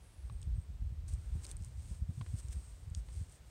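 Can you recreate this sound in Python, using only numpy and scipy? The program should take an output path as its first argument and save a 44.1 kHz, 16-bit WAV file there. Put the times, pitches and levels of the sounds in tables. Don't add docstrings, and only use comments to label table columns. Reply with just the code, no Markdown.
import sys
import numpy as np
from scipy import signal
from scipy.fft import rfft, irfft
from scipy.io import wavfile

SR = 44100
rng = np.random.default_rng(int(sys.argv[2]) if len(sys.argv) > 2 else 0)


def file_out(sig):
    cols = np.atleast_2d(sig).T
    lim = np.clip(cols, -1, 1)
    pcm = np.round(lim * 32767).astype(np.int16)
    wavfile.write(sys.argv[1], SR, pcm)


N = 154350
TIME = np.arange(N) / SR


def amp(db):
    return 10 ** (np.asarray(db) / 20)


def unit(x):
    return x / np.sqrt(np.mean(x ** 2) + 1e-20)


def shaped(x, gain):
    return irfft(rfft(x) * gain(np.fft.rfftfreq(len(x), 1 / SR) + 1), len(x))


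def coloured(x, points):
    f, db = np.transpose(points)
    return unit(shaped(x, lambda hz: amp(np.interp(np.log(hz), np.log(f), db))))


def drift(hz):
    return unit(shaped(rng.standard_normal(N), lambda f: np.exp(-(f / hz) ** 2)))


def swell(peak_s, rise, fall):
    return np.exp(-.5 * ((TIME - peak_s) / np.where(TIME < peak_s, rise, fall)) ** 2)


def add(mix, start_s, sound):
    part = mix[max(round(start_s * SR), 0):][:len(sound)]
    part += sound[:len(part)]


# frequency in Hz, relative level in dB.
AIR_SPECTRUM = [(30, 3), (100, 13.5), (250, 3), (500, 0.5), (1000, -4.5), (2000, -7.5), (4000, -10),
                (6500, -13), (8000, -15.5), (9000, -21), (11000, -19.5), (16000, -22)]
# time in seconds, relative level in dB.
AIR_SWELL = [(0, 1), (.55, 0), (.95, -1), (1.3, 0.5), (1.75, 0.5), (2.05, -0.3), (2.6, 1.8), (2.88, 0.5),
             (3.5, 1.5)]

def air(level_db=-66.5):
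    level = level_db + np.interp(TIME, *np.transpose(AIR_SWELL))
    return amp(level) * coloured(rng.standard_normal(N), AIR_SPECTRUM)


# start and end in seconds, pitch in Hz, level in dB.
INSECT_BURSTS = [(0, .25, 9960, -79.5), (0.023, .17, 10900, -83), (0, .17, 8550, -86),
                 (0.159, 0.375, 9500, -85), (0.229, .48, 8470, -85), (0.535, 0.662, 8400, -82),
                 (2.37, 2.472, 8300, -75.5), (2.534, 2.74, 8330, -79), (2.758, 2.866, 8400, -91)]

def insects(half_width_hz=220, fade_s=0.026, throb_db=1.5, throb_hz=58):
    out = np.zeros(N)
    for start, end, hz, db in INSECT_BURSTS:
        t = np.arange(0, end - start, 1 / SR)
        noise = rng.standard_normal(N // 4)
        hiss = unit(shaped(noise, lambda f: 1 / (1 + ((f - hz) / half_width_hz) ** 2)))[:len(t)]
        fade = np.clip(np.minimum(t, t[::-1]) / fade_s, 0, 1)
        add(out, start, amp(db) * hiss * fade)
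    return out * amp(throb_db * drift(throb_hz))


# time in seconds, level in dB.
WIND_GUSTS = [(0, -57.5), (.2, -56), (.26, -51.5), (.56, -39.5), (.65, -53), (.8, -43.5), (1.25, -46.5),
              (1.36, -39.5), (1.47, -50), (1.6, -43), (1.72, -47.5), (1.9, -44), (2.55, -51), (2.66, -53.5),
              (2.85, -49.5), (3.12, -46.5), (3.27, -55), (3.5, -56)]
# frequency in Hz, relative level in dB.
WIND_SPECTRUM = [(15, -46.5), (30, -14), (48, 2.5), (65, 3.5), (100, -4.5), (150, -15.5), (220, -31.5),
                 (320, -39.5), (700, -83), (2000, -84)]

def wind(lumps_db=1, lumps_hz=14):
    level = np.interp(TIME, *np.transpose(WIND_GUSTS))
    rumble = coloured(rng.standard_normal(N), WIND_SPECTRUM)
    lumps = amp(lumps_db * drift(lumps_hz))
    return amp(level) * unit(rumble * lumps)


# peak time and width in seconds, level in dB.
BODY_RUBS = [(.55, 0.25, -84), (1.12, 0.064, -76), (1.33, 0.15, -72), (1.475, 0.057, -65.5),
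             (2.38, 0.049, -77), (2.53, 0.024, -73), (3.11, 0.045, -80)]
# frequency in Hz, relative level in dB.
RUB_SPECTRUM = [(100, -23), (300, 5.5), (700, -1), (1500, -3), (2800, -8.5), (5000, -13.5), (12000, -35)]

def rubs():
    power = sum((amp(db) * swell(s, width, width)) ** 2 for s, width, db in BODY_RUBS)
    return np.sqrt(power) * coloured(rng.standard_normal(N), RUB_SPECTRUM)


# peak time, rise and fall in seconds, relative level in dB, share of crackle from 0 to 1.
LEG_STROKES = [(1.086, 0.0047, 0.014, -57.5, 0), (1.132, 0.022, 0.016, -62, 0.3),
               (1.24, 0.092, 0.083, -70.5, 0.2), (1.39, 0.044, 0.046, -68, 0.1),
               (1.45, 0.015, 0.0048, -53, 0.9), (1.504, 0.027, 0.018, -57.5, 0.75),
               (1.645, 0.044, 0.06, -66.5, 1), (1.81, 0.035, 0.066, -65.5, 0.8),
               (1.915, 0.047, 0.058, -63.5, 0.38), (2.19, 0.068, .05, -67.5, .4),
               (2.31, 0.059, 0.074, -65.5, 0.04), (2.396, 0.021, 0.0093, -56, 0.44),
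               (2.44, 0.02, 0.034, -68.5, 0.9), (2.53, 0.013, 0.0085, -54, 0.75),
               (2.6, 0.14, 0.17, -66.5, .3), (2.975, 0.017, 0.023, -63, 0.5),
               (3.175, 0.074, 0.062, -63.5, 0.93), (3.33, 0.031, 0.036, -65, .5),
               (3.49, 0.033, .05, -71.5, 0.5)]
# frequency in Hz, relative level in dB.
GRASS_SPECTRUM = [(100, 8), (300, 0.5), (800, -2), (2000, -0.5), (3500, 0.5), (5300, 3), (7000, 5),
                  (9000, 5), (11000, -7.5), (16000, -13.5)]

def swishes(blades_per_s=3200, spread_db=4, gain_db=-3.5):
    sizes = amp(spread_db * np.minimum(rng.exponential(1, N), 4))
    signs = rng.choice([-1, 1], N)
    hits = rng.random(N) < blades_per_s / SR
    flicks = coloured(sizes * signs * hits, GRASS_SPECTRUM)
    rub = coloured(rng.standard_normal(N), GRASS_SPECTRUM)
    flick_power, rub_power = np.zeros((2, N))
    for s, rise, fall, db, crackle in LEG_STROKES:
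        power = (amp(db) * swell(s, rise, fall)) ** 2
        flick_power += crackle * power
        rub_power += (1 - crackle) * power
    return amp(gain_db) * (np.sqrt(flick_power) * flicks + np.sqrt(rub_power) * rub)


# start in seconds, relative level in dB, pitch in Hz.
STALK_SNAPS = [(0.4163, -47.5, 6850), (0.4297, -43.5, 6940), (0.4278, -49, 3220), (1.0815, -53, 6760),
               (1.137, -43.5, 8500), (1.4515, -56, 4500), (1.4517, -39, 3800), (1.466, -35.5, 7600),
               (1.4912, -41, 8500), (1.498, -60, 2800), (1.5143, -32, 7340), (1.562, -63, 4540),
               (1.568, -40, 8640), (1.6228, -46, 7050), (1.636, -52, 6000), (1.6466, -39, 7600),
               (2.398, -50, 8000), (2.4845, -43.5, 6500), (2.528, -47, 8000), (2.901, -56, 8000),
               (2.9488, -34, 5100), (2.984, -57, 7940), (3.2964, -50, 8100), (3.323, -45, 8000)]

def snaps(rise_s=0.0002, decay_s=0.00065, tail_s=0.0051, tail_db=-23.5, width_oct=0.55, gain_db=-1):
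    out, t = np.zeros(N), np.arange(2048) / SR
    attack = 1 - np.exp(-t / rise_s)
    decay = np.exp(-t / decay_s) + amp(tail_db) * np.exp(-t / tail_s)
    for s, db, hz in STALK_SNAPS:
        noise = rng.standard_normal(len(t))
        crack = unit(shaped(noise, lambda f: 1 / (1 + (np.log2(f / hz) / width_oct) ** 2)))
        add(out, s, amp(db + gain_db) * attack * decay * crack)
    return shaped(out, lambda f: 1 / np.sqrt(1 + (f / 9260) ** 12))


# start in seconds, level in dB, pitch in Hz, relative level of the grit in dB.
HOOF_CLACKS = [(.2985, -49.5, 1130, -13.5), (2.2115, -48, 1010, -1.5), (2.2143, -51, 1060, -3),
               (2.2632, -58.5, 1730, 3.5), (3.087, -60.5, 940, 1.5)]
# ratio to the pitch, relative level in dB, seconds to fall by 60 dB.
RING_MODES = [(.38, -9, 0.011), (1, 3, 0.015), (2.15, -5, 0.005), (3.3, -6, 0.005)]
# frequency in Hz, relative level in dB.
GRIT_SPECTRUM = [(300, 4.5), (3800, -3), (6000, -20), (9000, -31), (16000, -47)]

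def clacks(grit_decay_s=0.0039):
    out, t = np.zeros(N), np.arange(2048) / SR
    for s, db, hz, grit_db in HOOF_CLACKS:
        ring = sum(amp(level - 60 * t / t60) * np.sin(2 * np.pi * hz * ratio * t)
                   for ratio, level, t60 in RING_MODES)
        grit = coloured(rng.standard_normal(len(t)), GRIT_SPECTRUM) * np.exp(-t / grit_decay_s)
        add(out, s, amp(db) * (ring + amp(grit_db) * grit))
    return out


# peak time in seconds,
# relative level in dB, pitch in Hz, width in seconds, firm contact in dB relative to the thump.
LOW_THUMPS = [(0.254, -38.5, 58.5, 0.012, -21), (0.323, -40, 102.6, 0.012, -7),
              (.355, -33, 65, 0.0083, -37), (.479, -29.5, 82.4, 0.0045, -12), (.512, -29, 61.6, 0.018, -20),
              (0.59, -28, 88.6, 0.0074, -17), (0.706, -37, 68, 0.015, -13.5),
              (.826, -31.5, 66.6, 0.0037, -13), (0.859, -31.5, 72.4, 0.012, -20),
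              (0.927, -35.5, 88.6, 0.0064, -12.5), (.994, -37.5, 66.3, 0.02, -32),
              (1.042, -33, 70, 0.0034, -35), (1.141, -26, 72.3, 0.0071, -17.5),
              (1.188, -37.5, 97, 0.011, -17), (1.299, -40, 68, 0.0069, -34),
              (1.358, -29.5, 82, 0.0038, -6.5), (1.557, -38.5, 60, 0.011, -32), (1.615, -37, 85, 0.012, -7),
              (1.784, -38.5, 80, 0.0051, -30), (1.918, -31, 72, 0.0053, -8.5),
              (2.026, -25, 73, 0.0054, -19.5), (2.098, -29, 94, 0.0045, -9), (2.185, -37.5, 95, 0.0079, -6),
              (2.215, -36, 114, 0.015, -4), (2.3, -36.5, 73, 0.018, -28), (2.345, -28, 99, 0.0054, -12),
              (2.453, -33.5, 76, 0.0036, -37), (2.499, -32.5, 64.5, 0.0061, -19),
              (2.572, -32, 67.3, 0.014, -12.5), (2.881, -32.5, 78.4, 0.0055, -30),
              (2.92, -31, 77, 0.0037, -19.5), (2.977, -32, 71, .012, -12), (3.178, -31.5, 69, 0.011, -21),
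              (3.219, -30.5, 82.6, 0.0081, -12)]
CONTACT_LEAD_S = 0.0028

def thumps(sag=0.3, fall_over_rise=1.215, contact_hz=160, contact_width_s=0.0031, gain_db=-2):
    out = np.zeros(N)
    for s, db, hz, width, firm_db in LOW_THUMPS:
        age = np.clip((TIME - s) / width, -20, 20)
        lag = sag * (np.sqrt(1 + age ** 2) - 1) / (1 + abs(age) / 10)
        cycles = hz * width * (age - lag)
        envelope = 2 / (np.exp(-age) + np.exp(age / fall_over_rise))
        swing = envelope * np.cos(2 * np.pi * cycles)
        t = TIME - s + CONTACT_LEAD_S
        contact = np.sin(2 * np.pi * contact_hz * t) / np.cosh(np.clip(t / contact_width_s, -20, 20))
        out -= amp(db) * (swing + amp(firm_db) * contact)
    return amp(gain_db) * out


# frequency in Hz, relative level in dB.
TURF_SPECTRUM = [(70, -25), (150, 3.5), (250, -2), (380, -18), (700, -25.5), (2000, -45)]

def turf(rise_s=0.004, fall_s=0.017, gain_db=-15.5):
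    power = sum((amp(db + firm_db) * swell(s - CONTACT_LEAD_S, rise_s, fall_s)) ** 2
                for s, db, _, _, firm_db in LOW_THUMPS)
    return amp(gain_db) * np.sqrt(power) * coloured(rng.standard_normal(N), TURF_SPECTRUM)


def scene():
    return (thumps() + turf() + wind() + swishes() + rubs() + snaps() + clacks() + insects() + air())[None]


def record(dry):
    low_cut_hz, top_hz = 34, 15850
    port_hz, port_width_hz, port_db = 8510, 610, 9.5
    thinned = shaped(dry[0], lambda f: 1 / np.sqrt(1 + (low_cut_hz / f) ** 6))
    b, a = signal.iirpeak(port_hz, port_hz / port_width_hz, SR)
    port_ring = (amp(port_db) - 1) * signal.lfilter(b, a, thinned)
    low_pass = signal.firwin(511, top_hz, window=("kaiser", 9), fs=SR)
    return signal.oaconvolve(thinned + port_ring, low_pass, "same")[None]


dry = scene()
out = record(dry)
file_out(out)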